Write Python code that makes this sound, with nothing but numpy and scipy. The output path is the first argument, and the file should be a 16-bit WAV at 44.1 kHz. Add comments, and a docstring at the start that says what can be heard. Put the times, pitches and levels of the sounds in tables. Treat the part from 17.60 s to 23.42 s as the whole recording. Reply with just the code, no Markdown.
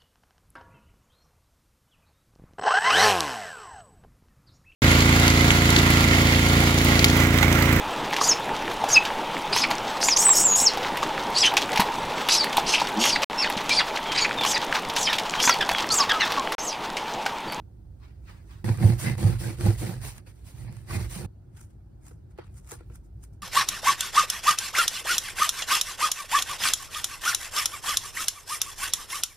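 """In a kitchen, a serrated knife saws a hard loaf on a wooden board, close to a two-port phone microphone.
Grainy noise makes the crust's rasp and fizz, noise the board's boom, swelling sines its shudder when teeth catch.
Duller noise strokes come first from farther off; later a gloved hand presses the slice, with rubbing noise,
snaps of short noise bursts and finger taps through board resonances. Low noise rumbles throughout."""
import sys
import numpy as np
from scipy import signal
from scipy.fft import rfft, irfft, next_fast_len
from scipy.io import wavfile
from scipy.ndimage import uniform_filter1d

SR = 44100
rng = np.random.default_rng(int(sys.argv[2]) if len(sys.argv) > 2 else 0)


def put_to_file(sound):
    """Save the sound as 16-bit audio at rate SR, in the file named by the first command-line argument."""
    columns = np.atleast_2d(sound).T  # one column per channel
    safe = np.clip(columns, -1, 1)
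    whole_steps = np.round(safe * 32767)
    wavfile.write(sys.argv[1], SR, whole_steps.astype(np.int16))


N = 256662

# strokes of the blade: (start [s], length [s], hardest point [0-1 of the stroke], brightest point [0-1],
# peakiness [factor on the power of speed], rasp [dB], fizz over rasp [dB], wood [dB], boom [dB])
STROKES = [(.98, .288, .12, .28, 1.72, -41.5, -4.5, -30, -29),
           (1.155, .284, .31, .33, 1.6, -40.5, -1.5, -25, -26),
           (1.368, .235, .5, .16, 1.68, -38.5, 2.5, -31.5, -32),
           (1.559, .258, .29, .23, .92, -41, -1, -29, -26), (1.777, .21, .4, .17, .9, -45, 3, -34, -34),
           (1.935, .286, .4, .44, 1.61, -41, 0, -29, -33), (2.164, .287, .3, .1, 1.32, -46, 4.5, -35, -34),
           (2.365, .226, .37, .44, 2.5, -45.5, 5, -53, -38), (2.5, .141, .52, .45, 2.5, -55.5, 1, -62, -46),
           (2.644, .129, .23, .26, 2.5, -57, -2.5, -64, -48),
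           (2.7, .19, .9, .44, 1.07, -82.5, 15, -72, -52), (2.804, .183, .86, .43, 2.5, -66, 13, -72, -50),
           (2.91, .204, .9, .44, .94, -57, .5, -51, -40), (3.078, .22, .1, .35, 1.15, -60, 0, -53, -40),
           (3.22, .181, .77, .77, 2.5, -40, .5, -39, -34), (3.359, .17, .1, .23, 1.24, -44, -2.5, -39, -37),
           (3.476, .25, .53, .19, 1.49, -48, 6.5, -38.5, -37)]
# the close sawing is heard only between these times, breaking in and off mid-stroke: (start [s], end [s])
CLOSE_SAWING = (1.043, 3.662)
# soft rasp of glove, snap bodies and far strokes: (frequency [Hz], level per Hz [dB])
SOFT_RASP = [(400, -18), (900, -1.5), (1400, -1), (2300, -4.5), (3200, -10.5), (5000, -11), (8000, -49)]
# fizz of the glove, top of the snaps: (frequency [Hz], level per Hz [dB])
RUBBER_FIZZ = [(3000, -63), (5000, -12), (7000, -4), (9000, -6), (12000, -8.5), (16000, -22)]


def amp(db):
    """Amplitude factor of a level in dB."""
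    return 10 ** (np.asarray(db) / 20)


def unit(x):
    """x scaled to an rms of 1."""
    return x / np.sqrt(np.mean(x ** 2) + 1e-20)


def along(points, hz):
    """Curve through (Hz, value) points on a log frequency axis."""
    f, v = np.transpose(points)
    return np.interp(np.log(hz + 1), np.log(f + 1), v)


def filtered(x, response):
    """x shaped by a complex response of frequency."""
    m = next_fast_len(N + 8192)
    return irfft(rfft(x, m) * response(np.fft.rfftfreq(m, 1 / SR)), m)[..., :N]


def modes(table):
    """Causal response of (Hz, width Hz, dB) resonances, summed with alternating sign."""
    def response(f):
        total = 0
        for k, (center, width, db) in enumerate(table):
            resonance = 1j * f * width / (center * center - f * f + 1j * f * width)
            total = total + (-1) ** k * amp(db) * resonance
        return total
    return response


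def noise(spectrum, grain=1, patchy_db=0):
    """Two unrelated noises of joint rms 1 that share one grain envelope and patches of random gain."""
    z = signal.stft(grain * rng.standard_normal((2, N)), nperseg=512)[2]
    # smooth the random gains over frequency, then time
    field = uniform_filter1d(rng.standard_normal(z.shape[1:]), size=2, axis=0)
    field = uniform_filter1d(field, size=5, axis=1)
    pair = signal.istft(z * amp(patchy_db * unit(field)), nperseg=512)[1][:, :N]
    return unit(filtered(pair, lambda hz: amp(along(spectrum, hz))))


def grains(rate, spread_db, life, bed):
    """Envelope of many tiny breaks (rate per s), each dying in its life (s), over a steady bed."""
    chance, size = rng.random((2, N))
    breaks = (chance < rate / SR) * amp(-spread_db * np.log(1 - size))
    dying = signal.lfilter([1], [1, -np.exp(-1 / (life * SR))], breaks)
    return bed + unit(dying)


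def friction(rasping, fizzing, grain, rasp, fizz, tearing=1):
    """Crumbs breaking: a mid rasp, lumpy where chunks tear, and a fizz above it."""
    rasp_layer = rasping * noise(rasp, tearing * grain, patchy_db=3.5)
    fizz_layer = fizzing * noise(fizz, grain, patchy_db=3.0)
    return rasp_layer + fizz_layer


def swells(rows):
    """Envelope of (peak s, dB, rise s, fall s) swells; rise and fall each span 20 dB."""
    t = np.arange(0, N + 20, 20) / SR
    energy = 0
    for s, db, rise, fall in rows:
        away = np.where(t < s, (s - t) / rise, (t - s) / fall)
        energy = energy + amp(db - 20 * away) ** 2
    return np.interp(np.arange(N) / SR, t, np.sqrt(energy))


def bursts(rows, t60s):
    """A noise burst with a sudden start and exponential decay at each (s, dB)."""
    out, t = np.zeros((2, N + SR)), np.arange(SR // 4) / SR
    for (s, db), t60 in zip(rows, t60s):
        burst = amp(db - 60 * t / t60) * rng.standard_normal((2, len(t)))
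        out[:, round(s * SR):][:, :len(t)] += burst
    return out[:, :N]


def kitchen():
    """Room rumble that swells when the table is pushed, over a steady faint hiss."""
    # the table is pushed and rumbles: (peak time [s], level [dB])
    pushes = [(1.12, -35), (1.24, -33), (1.35, -35), (1.64, -34), (1.77, -30), (2.05, -31), (2.17, -32),
              (2.45, -37), (3.04, -39), (3.35, -37), (3.47, -33), (4.95, -45), (5.3, -39), (5.63, -41)]
    # deep rumble, low rumble and hiss: (frequency [Hz], level per Hz [dB])
    deep_spectrum, low_spectrum, hiss_spectrum = [(15, -38), (28, 4), (54, 22), (75, 13.5), (100, -43)], [(60, -2.5), (100, 1), (130, -4.5),
                                                                (230, -19), (270, -19), (360, -18.5),
                                                                (450, -29), (830, -32.5), (1100, -43),
                                                                (1450, -40.5), (2200, -56.5), (4000, -69)], [(800, -14), (2000, 3),
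                                                                             (4500, 2.5), (6800, -3),
                                                                             (9000, -4), (16000, -11)]
    push_s = .17  # rise and fall over 20 dB
    room_deep_db, room_low_db, hiss_db = -50, -46.5, -83.5
    first_deeper_db = 4  # extra deep rumble where the phone first lies
    before = np.arange(N) < CLOSE_SAWING[0] * SR
    resting = amp(room_deep_db + first_deeper_db * before)
    pushed = swells([(s, db, push_s, push_s) for s, db in pushes])
    deep = np.hypot(resting, pushed) * noise(deep_spectrum)
    low = amp(room_low_db) * noise(low_spectrum, patchy_db=1.5)
    return deep + low + amp(hiss_db) * noise(hiss_spectrum, patchy_db=3.5)


def far_strokes():
    """Distant strokes rise quickly and fade slowly; the fizz spreads wider than the rasp."""
    # distant strokes: (peak time [s], rasp [dB], fizz over rasp [dB])
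    distant_strokes = [(.437, -58, -12), (.691, -52, -10.5), (.912, -54.5, -7.5)]
    # fizz heard from afar: (frequency [Hz], level per Hz [dB])
    distant_fizz = [(2500, -13), (4000, -3), (6500, 2.5), (9000, 1), (12000, -6), (16000, -1)]
    rasp_rise_s, rasp_fall_s = .045, .15  # over 20 dB
    fizz_rise_s, fizz_fall_s = .086, .21  # over 20 dB
    rasp = swells([(s, db, rasp_rise_s, rasp_fall_s) for s, db, _ in distant_strokes])
    fizz = swells([(s, db + bright_db, fizz_rise_s, fizz_fall_s) for s, db, bright_db in distant_strokes])
    before = np.arange(N) < CLOSE_SAWING[0] * SR
    grain = grains(900, spread_db=2, life=.003, bed=2.5)
    return before * friction(rasp, fizz, grain, SOFT_RASP, distant_fizz)


def glove():
    """Each rub on the crumb swells and fades; its brightness sets the level of rubber fizz."""
    # the glove rubs the crumb: (peak time [s], rub [dB], fizz over rub [dB],
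    # rise over 20 dB [s], fall over 20 dB [s])
    rubs = [(3.975, -59, 0, .04, .065), (4.016, -60, 6, .04, .055), (4.106, -74, 1, .028, .052),
            (4.468, -58, 4, .045, .08), (4.711, -73, -2.5, .04, .06), (4.794, -55, -20, .025, .112),
            (4.857, -80, 10, .038, .055), (4.981, -60, 6, .049, .045), (5.129, -48.5, 4.5, .068, .047),
            (5.201, -64, -11, .068, .1), (5.317, -68, -3.5, .025, .1), (5.354, -60.5, 5.5, .03, .035),
            (5.455, -77, 7, .035, .036), (5.637, -61.5, 7, .024, .036), (5.736, -76, 9, .013, .034)]
    rub = swells([(s, db, rise, fall) for s, db, _, rise, fall in rubs])
    fizz = swells([(s, db + bright_db, rise, fall) for s, db, bright_db, rise, fall in rubs])
    grain = grains(700, spread_db=2.5, life=0.0022, bed=0.87)
    return friction(rub, fizz, grain, SOFT_RASP, RUBBER_FIZZ)


def taps():
    """Fingers tap the board: soft noise blows ring through its middle modes."""
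    # finger taps: (time [s], level before the modes and make-up gain [dB], decay by 60 dB [s])
    finger_taps = [(3.091, -58, 0.03), (4.51, -41.5, 0.046), (4.785, -30, 0.06), (5.118, -30, 0.062),
                   (5.149, -44, 0.033), (5.206, -39.5, 0.027), (5.299, -42, 0.04)]
    # middle modes of the board: (frequency [Hz], width [Hz], relative level [dB])
    board_modes = [(338, 38, -0.5), (480, 30, 3), (795, 310, -13), (1390, 130, -11), (2320, 450, -25)]
    blows = bursts([row[:2] for row in finger_taps], [row[2] for row in finger_taps])
    return amp(16) * filtered(blows, modes(board_modes))  # make-up gain


def snaps():
    """Single breaks of crust and glove: a crisp top and a longer, duller body."""
    # snaps: (time [s], top level before filtering [dB], body over top before filtering [dB])
    breaks = [(1.174, -28.5, -13), (1.5803, -30, -12), (2.0093, -28, -2), (2.0632, -24.5, -8),
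              (2.581, -33, -6), (3.126, -41, -4), (3.1678, -37, -13), (3.9769, -50, -17),
              (4.0133, -38, -16), (4.4827, -41, -22), (4.7776, -49, 0), (4.9434, -51, -8),
              (4.9846, -43, -17), (5.0459, -48, -7), (5.075, -41, -4), (5.091, -45, -11),
              (5.0967, -35, -18), (5.1104, -31, -5), (5.1171, -23, -10), (5.3577, -36, -13.5),
              (5.6386, -34.5, -16)]
    s, db, body_db = np.transpose(breaks)
    top = bursts(zip(s, db), np.full(len(s), .008))
    body = bursts(zip(s, db + body_db), np.full(len(s), .02))
    crisp = filtered(top, lambda hz: amp(along(RUBBER_FIZZ, hz) + 3.5))
    dull = filtered(body, lambda hz: amp(along(SOFT_RASP, hz) + 6.5))
    return crisp + dull


def catches():
    """Each catch of the teeth swells on the board's lowest mode and is then damped."""
    # the teeth catch and the board swings: (time [s], level before a 1.5 dB lift [dB], pitch [Hz], rise [s])
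    shudders = [(1.049, -23, 120, .014), (1.093, -15, 109.5, .018), (1.239, -8, 102.2, .017),
                (1.298, -14, 118, .0085), (1.457, -29, 144, .016), (1.504, -20, 120, .012),
                (1.643, -9, 109, .013), (1.699, -26, 120, .022), (1.852, -28, 123.5, .018),
                (2.023, -16.5, 105.4, .0285), (2.071, -13.5, 104.5, .022), (3.344, -22, 95.8, .028),
                (3.414, -28, 96.9, .015), (3.619, -33, 95, .022)]
    t60_s = .1  # from the peak
    out, t = np.zeros(N + SR), np.arange(SR // 2) / SR
    for s, db, hz, rise in shudders:
        attack = np.sin(np.pi / 2 * np.clip(t / rise, 0, 1)) ** 2
        damping = amp(-60 * (np.maximum(t - rise, 0) / t60_s) ** 1.33)
        out[round(s * SR):][:len(t)] += amp(db + 1.5) * attack * damping * np.sin(2 * np.pi * hz * t)
    return np.array([out[:N], 0.089 * out[:N]])  # mostly common to both ports


def sawing(db, tops, power):
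    """Each stroke speeds up to its top and slows to the turn; amplitude is speed to a power."""
    resting_db = -77  # the blade lying in the cut
    t = np.arange(0, N + 20, 20) / SR
    energy = amp(resting_db) ** 2
    for (s, length, *_), level, top, p in zip(STROKES, db, np.clip(tops, .05, .95), power):
        speed = np.sin(np.interp((t - s) / length, [0, top, 1], [0, np.pi / 2, np.pi]))
        energy = energy + (amp(level) * np.abs(speed) ** p) ** 2
    close = (t > CLOSE_SAWING[0]) * (t < CLOSE_SAWING[1])
    return np.interp(np.arange(N) / SR, t, np.sqrt(energy) * close)


def knife():
    """The same breaking crust rasps, drives the board beneath the loaf and bows the blade."""
    # rasp and fizz of the crust: (frequency [Hz], level per Hz [dB])
    crust_rasp, crust_fizz = [(300, 2), (700, -1), (1100, -3), (1450, -1.5), (1950, 0), (2500, -3),
                              (3200, -14.5), (4600, -6), (6500, -25), (9000, -49)], [(2500, -3), (4500, -4.5), (6500, -3.5), (9000, -1), (12000, -4),
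                                            (16000, -11)]
    # wood knock and boom of the board: (frequency [Hz], level per Hz [dB])
    wood_spectrum, boom_spectrum = [(100, -23), (168, 4.5), (225, 0.5), (275, -14.5), (320, -3.5), (347, 3),
                                    (385, -18.5), (495, -8.5), (620, -21), (825, -14), (1100, -29),
                                    (1600, -82)], [(45, -25), (70, -13.5), (92, -2), (108, 6), (125, 6),
                                                  (152, -8.5), (200, -66), (300, -75)]
    # the blade sings while one stroke bows it: (peak time [s], level [dB], rise and fall over 20 dB [s])
    singing = (1.476, -35, .08)
    # resonances of the blade: (frequency [Hz], width [Hz], relative level [dB])
    blade_modes = [(1705, 43, 2), (2040, 100, 9), (1980, 41, -12), (2580, 110, -5), (4950, 120, -6)]
    # amplitude grows as speed to these powers, times each stroke's peakiness for all
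    fizz_power, rasp_power, wood_power, boom_power = 1.5, 1.33, 2.2, .7

    tearing = grains(90, spread_db=2.5, life=.005, bed=1.4)  # chunks of crust give way
    grain = grains(900, spread_db=3.0, life=0.0013, bed=3.5)
    _, _, hard, bright, peaky, db, bright_db, wood_db, boom_db = np.transpose(STROKES)
    wood = sawing(wood_db, hard, wood_power * peaky) * noise(wood_spectrum, tearing * grain, patchy_db=2.5)
    boom = sawing(boom_db, hard, boom_power * peaky) * noise(boom_spectrum)
    bowed = unit(filtered(tearing * rng.standard_normal((2, N)), modes(blade_modes)))
    blade = swells([singing + singing[-1:]]) * bowed
    rasp = sawing(db, hard, rasp_power * peaky)
    fizz = sawing(db + bright_db, bright, fizz_power * peaky)
    return friction(rasp, fizz, grain, crust_rasp, crust_fizz, tearing) + wood + boom + blade


def ports(pair, alike):
    """Common and scattered parts reach both ports; treble leads at the right, bass leans there till sawing ends."""
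    # lead of the right port: (frequency [Hz], phase [rad])
    right_lead = [(0, 0), (2000, 0.74), (3300, 3), (4650, 6.5), (16500, 22)]
    # left over right until the close sawing ends: (frequency [Hz], level difference [dB])
    left_lean = [(60, -3), (200, -6), (360, -1.5), (600, 1), (3200, 0), (4500, -4), (8000, 0)]

    def shares(hz):
        """Shares of the two parts that give the ports this likeness."""
        turn = np.arccos(np.clip(along(alike, hz), -1, 1)) / 2
        return np.array([np.cos(turn), np.sin(turn)])

    common, scattered = filtered(pair, shares)
    side = np.array([[1], [-1]])  # left, right
    level = filtered(common + side * scattered,
                     lambda hz: np.exp(-.5j * side * np.interp(hz, *np.transpose(right_lead))))
    leaning = filtered(level, lambda hz: amp(side * along(left_lean, hz) / 2))
    return np.where(np.arange(N) < CLOSE_SAWING[1] * SR, leaning, level)


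def scene():
    """Far strokes and kitchen reach the ports as room sound, the loaf, board and glove as near sound."""
    # likeness of the two ports for near and room sound: (frequency [Hz], correlation [0-1])
    near_alike, room_alike = [(100, 0.92), (400, 0.41), (2000, 0.43), (5000, 0), (7500, 0.79), (10000, 1)], [(100, 1), (300, 0.35), (700, 0), (5000, .25),
                                                  (7500, 0.43), (10000, 1)]
    room = far_strokes() + kitchen()
    near = glove() + taps() + snaps() + catches() + knife()
    return ports(near, near_alike) + ports(room, room_alike)


def record(dry):
    """The phone cuts the deepest bass steeply and keeps nothing above its band limit."""
    top_hz, bottom_hz = 15830, 44.4
    return filtered(dry, lambda hz: (hz < top_hz) / (1 + (bottom_hz / (hz + 1)) ** 4))


dry = scene()
out = record(dry)
put_to_file(out)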